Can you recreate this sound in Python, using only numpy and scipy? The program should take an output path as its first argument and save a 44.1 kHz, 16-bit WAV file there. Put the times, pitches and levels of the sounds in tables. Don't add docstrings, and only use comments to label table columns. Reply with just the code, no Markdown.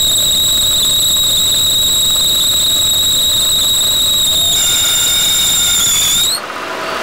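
import sys
import numpy as np
from scipy import signal
from scipy.io import wavfile
from scipy.ndimage import uniform_filter1d

SR = 44100
rng = np.random.default_rng(int(sys.argv[2]) if len(sys.argv) > 2 else 0)


def decibels_to_gain(level_db):
    exponent = np.asarray(level_db, float) / 20
    return 10 ** exponent


def generate_wav(sig):
    pcm = np.round(np.clip(np.atleast_2d(sig).T, -1, 1) * 32767).astype(np.int16)
    wavfile.write(sys.argv[1], SR, pcm)


N = 309968


def rms_one(x):
    return x / np.sqrt(np.mean(np.abs(x) ** 2) + 1e-20)


def in_time(rows):
    s, *columns = np.transpose(rows)
    return [np.interp(np.arange(N) / SR, s, c) for c in columns]


def drift(rate_hz):
    r = np.exp(-2 * np.pi * rate_hz / SR)
    slow = signal.lfilter([1], [1, -2 * r, r * r], rng.standard_normal(N + SR))
    return rms_one(slow[SR:])


def coloured(spectrum, patchy_db):
    out = 0
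    edges = 25 * 2 ** np.arange(0, 9.5, 1 / 3)
    white = rng.standard_normal((2, N))
    hz, level_db = np.transpose(spectrum)
    for k, (low, high) in enumerate(zip(edges, edges[1:])):
        band_pass = signal.butter(2, [low, high], "band", fs=SR, output="sos")
        band = signal.sosfilt(band_pass, white[k % 2])
        band_db = np.interp(np.log(low * high) / 2, np.log(hz), level_db)
        out = out + band * decibels_to_gain(band_db + patchy_db * drift(45))
    return rms_one(out)


def resonance(x, hz, width_hz):
    r = np.exp(-np.pi * width_hz / SR)
    poles = [1, -2 * r * np.cos(2 * np.pi * hz / SR), r * r]
    return signal.lfilter(np.array([1, 0, -1]) * (1 - r * r) / 2, poles, x)


def partials(hz, levels_db, steady, fade_rate, tug=0):
    turn, out = 2 * np.pi * np.cumsum(hz) / SR, 0
    for k, level_db in enumerate(levels_db):
        constant = steady / (k + 1) * np.exp(1j * drift(2.8))
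        ribs = rms_one(constant + drift(fade_rate) + 1j * drift(fade_rate))
        out = out + decibels_to_gain(level_db) * np.real(ribs * np.exp(1j * ((k + 1) * turn + tug)))
    return out


def bay(x):
    t = np.arange(SR // 8) / SR
    tail = rng.standard_normal(len(t)) * decibels_to_gain(-60 * t / .09)
    return x + decibels_to_gain(-6.5) * signal.fftconvolve(x, tail / np.sqrt(np.sum(tail ** 2)))[:N]


EXTRA_LOAD_S = (4.535, 4.56, 6.23, 6.31)


def extra_load():
    return np.interp(np.arange(N) / SR, EXTRA_LOAD_S, [0, 1, 1, 0])


def bumps(turning, rows):
    start_s, rate, change = turning
    t = np.arange(N) / SR - start_s
    turns = rate * t + change * t * t / 2
    return sum(swing * np.cos(2 * np.pi * (per_turn * turns - lag)) for per_turn, swing, lag in rows)


# count/turn, swing f/Hz, lag/turn
BELT_BUMPS_EARLY = [(5, 22, .68), (10, 44, .56), (12, 43, .17), (15, 15, .36), (20, 10, .94), (25, 14, .95)]
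BELT_BUMPS_LATE = [(4, 10, .79), (6, 13, .92), (10, 13, .96), (12, 28, .79), (15, 12, .53), (20, 10, .53)]
PULLEY_BUMPS_EARLY = [(1, 32, .29), (2, 26, .95)]
PULLEY_BUMPS_LATE = [(1, 31, .35)]
# t/s, pitch step f/Hz
JERKS = [(0.092, -70), (0.245, 90), (0.483, 100), (0.686, 70), (0.836, -100), (1.012, 80), (1.377, -110),
         (2.165, 70), (2.411, -70), (3.135, -85), (3.51, 85), (4.244, -70), (4.258, 110), (4.282, -70),
         (4.34, 75), (4.536, -190), (4.552, 75), (4.731, 85), (5.254, -80), (5.719, 80), (5.751, 80),
         (5.807, -170), (5.835, -70), (5.861, 110), (5.942, -90), (6.102, -85), (6.204, 85)]
# from t/s, turns per s, its change each second
BELT_EARLY, BELT_LATE = (0, 2.1694, -.0069), (4.6, 2.0746, .0291)
PULLEY_EARLY, PULLEY_LATE = (0, 19.968, .2138), (4.6, 30.506, -.3169)


def wobble(jitter_hz, jerk_s):
    t = np.arange(N) / SR
    early = bumps(BELT_EARLY, BELT_BUMPS_EARLY) + bumps(PULLEY_EARLY, PULLEY_BUMPS_EARLY)
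    late = bumps(BELT_LATE, BELT_BUMPS_LATE) + bumps(PULLEY_LATE, PULLEY_BUMPS_LATE)
    share = np.interp(t, (4.3, 4.6), [0, 1])
    jerks = sum(hz * np.exp(-((t - s) / jerk_s) ** 2) for s, hz in JERKS)
    flares = 32 * drift(450) * decibels_to_gain(5.0 * np.minimum(drift(45), 1.6))
    return 1.271 * ((1 - share) * early + share * late + jerks) + jitter_hz * drift(44.9) + flares


# t/s, slip rate f/Hz, level over overload/dB
SQUEAL = [(0, 3834, 7), (2, 3842, 6.5), (4.15, 3844, 5), (4.4, 3744, 6), (4.65, 3650, 7.5),
          (4.9, 3632, 3.5), (5.2, 3682, 6.5), (5.55, 3693, 7), (5.87, 3522, 9), (6.1, 3485, 7),
          (6.23, 3713, 9.5), (6.29, 3900, -1), (6.345, 4280, -0.5), (6.375, 4380, -7), (6.39, 4370, -17),
          (6.4, 4500, -70)]
# f/Hz, width f/Hz, added share
BONNET = [(2190, 61, 0.31), (4740, 350, -0.5), (5560, 71, 1.4), (3899, 37.4, -0.78), (7110, 40, 1.1),
          (7237, 110, 0.86), (7960, 420, 0.79)]


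def belt():
    load, swing = extra_load(), wobble(jitter_hz=12, jerk_s=.007)
    squeal_hz, squeal_db = in_time(SQUEAL)
    groan, tug = second_pulley(swing, squeal_hz)
    flutter_db = (-0.0087 + 0.0329 * load) * swing
    octave_db = -7.5 + 1.104 * squeal_db + 3 * load
    levels_db = [squeal_db + flutter_db, octave_db, squeal_db - 15, squeal_db - 17]
    squeal = partials(squeal_hz + swing, levels_db, steady=2.67, fade_rate=115.4, tug=tug)
    standing = sum(share * resonance(squeal, hz, width) for hz, width, share in BONNET)
    return bay(groan + squeal + standing)


# t/s, f/Hz, level/dB
WHINE = [
    (0, 600, -16.5),
    (4.2, 598.5, -21),
    (4.4, 660, -12),
    (4.55, 690, -12),
    (4.62, 650, -21),
    (5.8, 645, -19.5),
    (6.4, 650, -44),
]
# t/s, f/Hz, level/dB
THIN_WHISTLE = [
    (6.76, 4540, -70),
    (6.82, 4540, -31),
    (7.03, 4540, -31),
]
# f/Hz, level/dB
HUMS = [(544, -27), (673, -24), (1062, -25), (1281, -24), (1719, -32)]
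# f/Hz, level/dB
IDLE_TONES = [(285.3, -45), (306.8, -52), (376.8, -38), (651.4, -35.5), (1001, -33.5), (1157, -57)]


def whines():
    t, out = np.arange(N) / SR, 0
    low_hz, low_db = in_time(WHINE)
    low_db = low_db + np.interp(t, (7.7, 6.65), [0, 20.7])
    high_hz, high_db = in_time(THIN_WHISTLE)
    fading_db = np.interp(t, (5.5, 4.1), [0, -8])
    bared_db = np.interp(t, (6.6, 6.4), [-12, 8])
    for hz, level_db in HUMS:
        out = out + partials(np.full(N, hz), [level_db + fading_db], steady=1.8, fade_rate=9)
    for hz, level_db in IDLE_TONES:
        out = out + partials(np.full(N, hz), [level_db + bared_db], steady=1.2, fade_rate=16)
    whine = partials(low_hz, [low_db], steady=7.6, fade_rate=14)
    whistle = partials(high_hz, [high_db], steady=7.0, fade_rate=12)
    return whine + whistle + out


GRIP_S = (6.3, 6.42)


def gripped():
    return np.interp(np.arange(N) / SR, GRIP_S, [0, 1])


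# f/Hz, level per Hz/dB
HISS = [(1500, -14), (3000, -13), (6000, -8), (10000, 20.5), (12000, 6), (13200, 10), (16000, 24)]


def rubbing():
    growing_db = 18.5 + 1 * (np.arange(N) / SR - EXTRA_LOAD_S[0])
    level_db = -24 + extra_load() * growing_db - 57 * gripped()
    return decibels_to_gain(level_db) * coloured(HISS, patchy_db=1.0)


# t/s, peak level/dB, ring f/Hz
KNOCKS = [(6.3111, -12, 1320), (6.3738, -9, 1244), (6.434, -7.5, 1256), (6.497, -8, 1250), (6.56, -6, 1235),
          (6.625, -5, 1230), (6.6634, -8, 1180), (6.6957, -7, 1385), (6.7334, -7, 1073), (6.823, -7, 1287),
          (6.8848, -4, 1245), (6.9284, -3.5, 1300), (6.9575, -3, 1234), (6.9924, -11, 1237),
          (7.0183, -2, 1280)]
RELEASE_DB_PER_S = 12


def knocking(hidden_db, ring_s):
    first_s, t, out = KNOCKS[0][0], np.arange(SR // 12) / SR, np.zeros(N + SR)
    period_s = .062
    hidden_s = np.arange(first_s - period_s, 0, -period_s)
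    chance = rng.standard_normal((len(hidden_s), 2))
    hidden = np.transpose([hidden_s, hidden_db + 1.8 * chance[:, 0], 1265 + 40 * chance[:, 1]])
    swell = t / ring_s * np.exp(1 - t / ring_s)
    for s, peak_db, hz in [*KNOCKS, *hidden]:
        lifted_db = RELEASE_DB_PER_S * max(s - first_s, 0)
        ring = np.sin(2 * np.pi * hz * t) + .6 * np.sin(2 * np.pi * 1.17 * hz * t)
        start = int(s * SR)
        out[start:start + len(t)] += decibels_to_gain(peak_db - lifted_db) * swell * ring
    return out[:N]


# f/Hz, level per Hz/dB
ENGINE = [(18, -64), (30, -21), (199, -9.5), (273, -3.5), (364, -2), (584, -0.5), (649, -2.5), (866, -4),
          (1250, 0), (2120, -7.5), (2830, -10), (3770, -12), (4650, -16.5), (16000, -37.5)]
# f/Hz, width f/Hz, level/dB
BLOCK = [(360, 20, -21), (650, 70, -28), (988, 30, -5), (1250, 37, -17), (1435, 230, -38), (2250, 84, -11),
         (2756, 50, 5.5)]


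def engine():
    settling_db = -1.5 - 2 * (np.arange(N) / SR - GRIP_S[1])
    level_db = -14.5 + 1 * extra_load() + gripped() * settling_db
    roar = coloured(ENGINE, patchy_db=-0.5)
    shaken = rng.standard_normal(N)
    block = sum(decibels_to_gain(db) * resonance(shaken, hz, width) * np.sqrt(100 / width) for hz, width, db in BLOCK)
    knocks = decibels_to_gain(13) * knocking(hidden_db=-16, ring_s=.006)
    return decibels_to_gain(level_db) * (roar + decibels_to_gain(1.5) * block + knocks + ticking())


# from t/s, f/Hz, fundamental level/dB, octave level/dB, grip on squeal/dB
GROAN = [
    (4.535, 1424, -10, -10, -10.5),
    (5.761, 1417, -7.5, -19, -12),
    (5.91, 1294, -13, -6.5, -7),
    (6.13, 1405, -6.5, -11, -14.5),
    (6.2, 1374, -25, -22, -17),
]


def groan_states(squeal_hz):
    held, before = [], GROAN[0][1:]
    for s, *now in GROAN:
        held += [(s, *before), (s + 0.0194, *now)]
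        before = now
    hz, *levels_db = in_time(held)
    silenced_db = -31 * (1 - extra_load())
    return hz + .25 * (squeal_hz - 3650), *(np.array(levels_db) + silenced_db)


def second_pulley(swing, squeal_hz):
    hz, first_db, octave_db, grip_db = groan_states(squeal_hz)
    groan = partials(hz + 0.09 * swing, [first_db, octave_db], steady=1.6, fade_rate=37.0)
    halved = (hz + 0.078 * swing) / 2
    tug_db = [grip_db - 11.5, grip_db, grip_db - 13, grip_db - 11.0]
    return groan, partials(halved, tug_db, steady=7.5, fade_rate=58)


# place/cycle, level/dB
TICKS = [
    (0, 0),
    (.33, -4),
    (.64, 0),
]


def ticking():
    clicks, cycles = np.zeros(N + SR), np.arange(-1, 10)
    for place, level_db in TICKS:
        turns = cycles + place
        s = 6.455 + .0618 * turns + .0003 * turns ** 2
        clicks[(s * SR).astype(int)] = decibels_to_gain(-11.5 + level_db + rng.normal(0, 1.5, len(s)))
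    decay_s = .005
    puffs = signal.lfilter([1], [1, -np.exp(-1 / (decay_s * SR))], clicks[:N]) * rng.standard_normal(N)
    return signal.sosfilt(signal.butter(2, 4500, "high", fs=SR, output="sos"), puffs)


def scene():
    hiss = rubbing()
    return (belt() + whines() + hiss + engine())[None]


def low_pass(x):
    return signal.sosfilt(signal.butter(12, 17090, fs=SR, output="sos"), x)


def record(dry):
    knee, overload, hold_db = 6.0, 0.31, -16
    fine = signal.resample_poly(dry[0], 3, 1)
    bent = fine / (1 + np.abs(fine) ** knee) ** (1 / knee)
    flat = signal.resample_poly(bent, 1, 3)
    droop = signal.butter(1, 19000, fs=SR, output="sos")
    x = overload * signal.sosfiltfilt(droop, flat)
    level_db = 10 * np.log10(uniform_filter1d(x ** 2, size=4400) + 1e-12)
    ramp = RELEASE_DB_PER_S * np.arange(N) / SR
    held_db = np.maximum.accumulate(np.minimum(level_db, hold_db) + ramp) - ramp
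    x = x * decibels_to_gain(hold_db - held_db) + 0.0056
    x = signal.sosfiltfilt(signal.ellip(12, .2, 40, 15725, fs=SR, output="sos"), x)
    return low_pass(x[None])


dry = scene()
out = record(dry)
generate_wav(out)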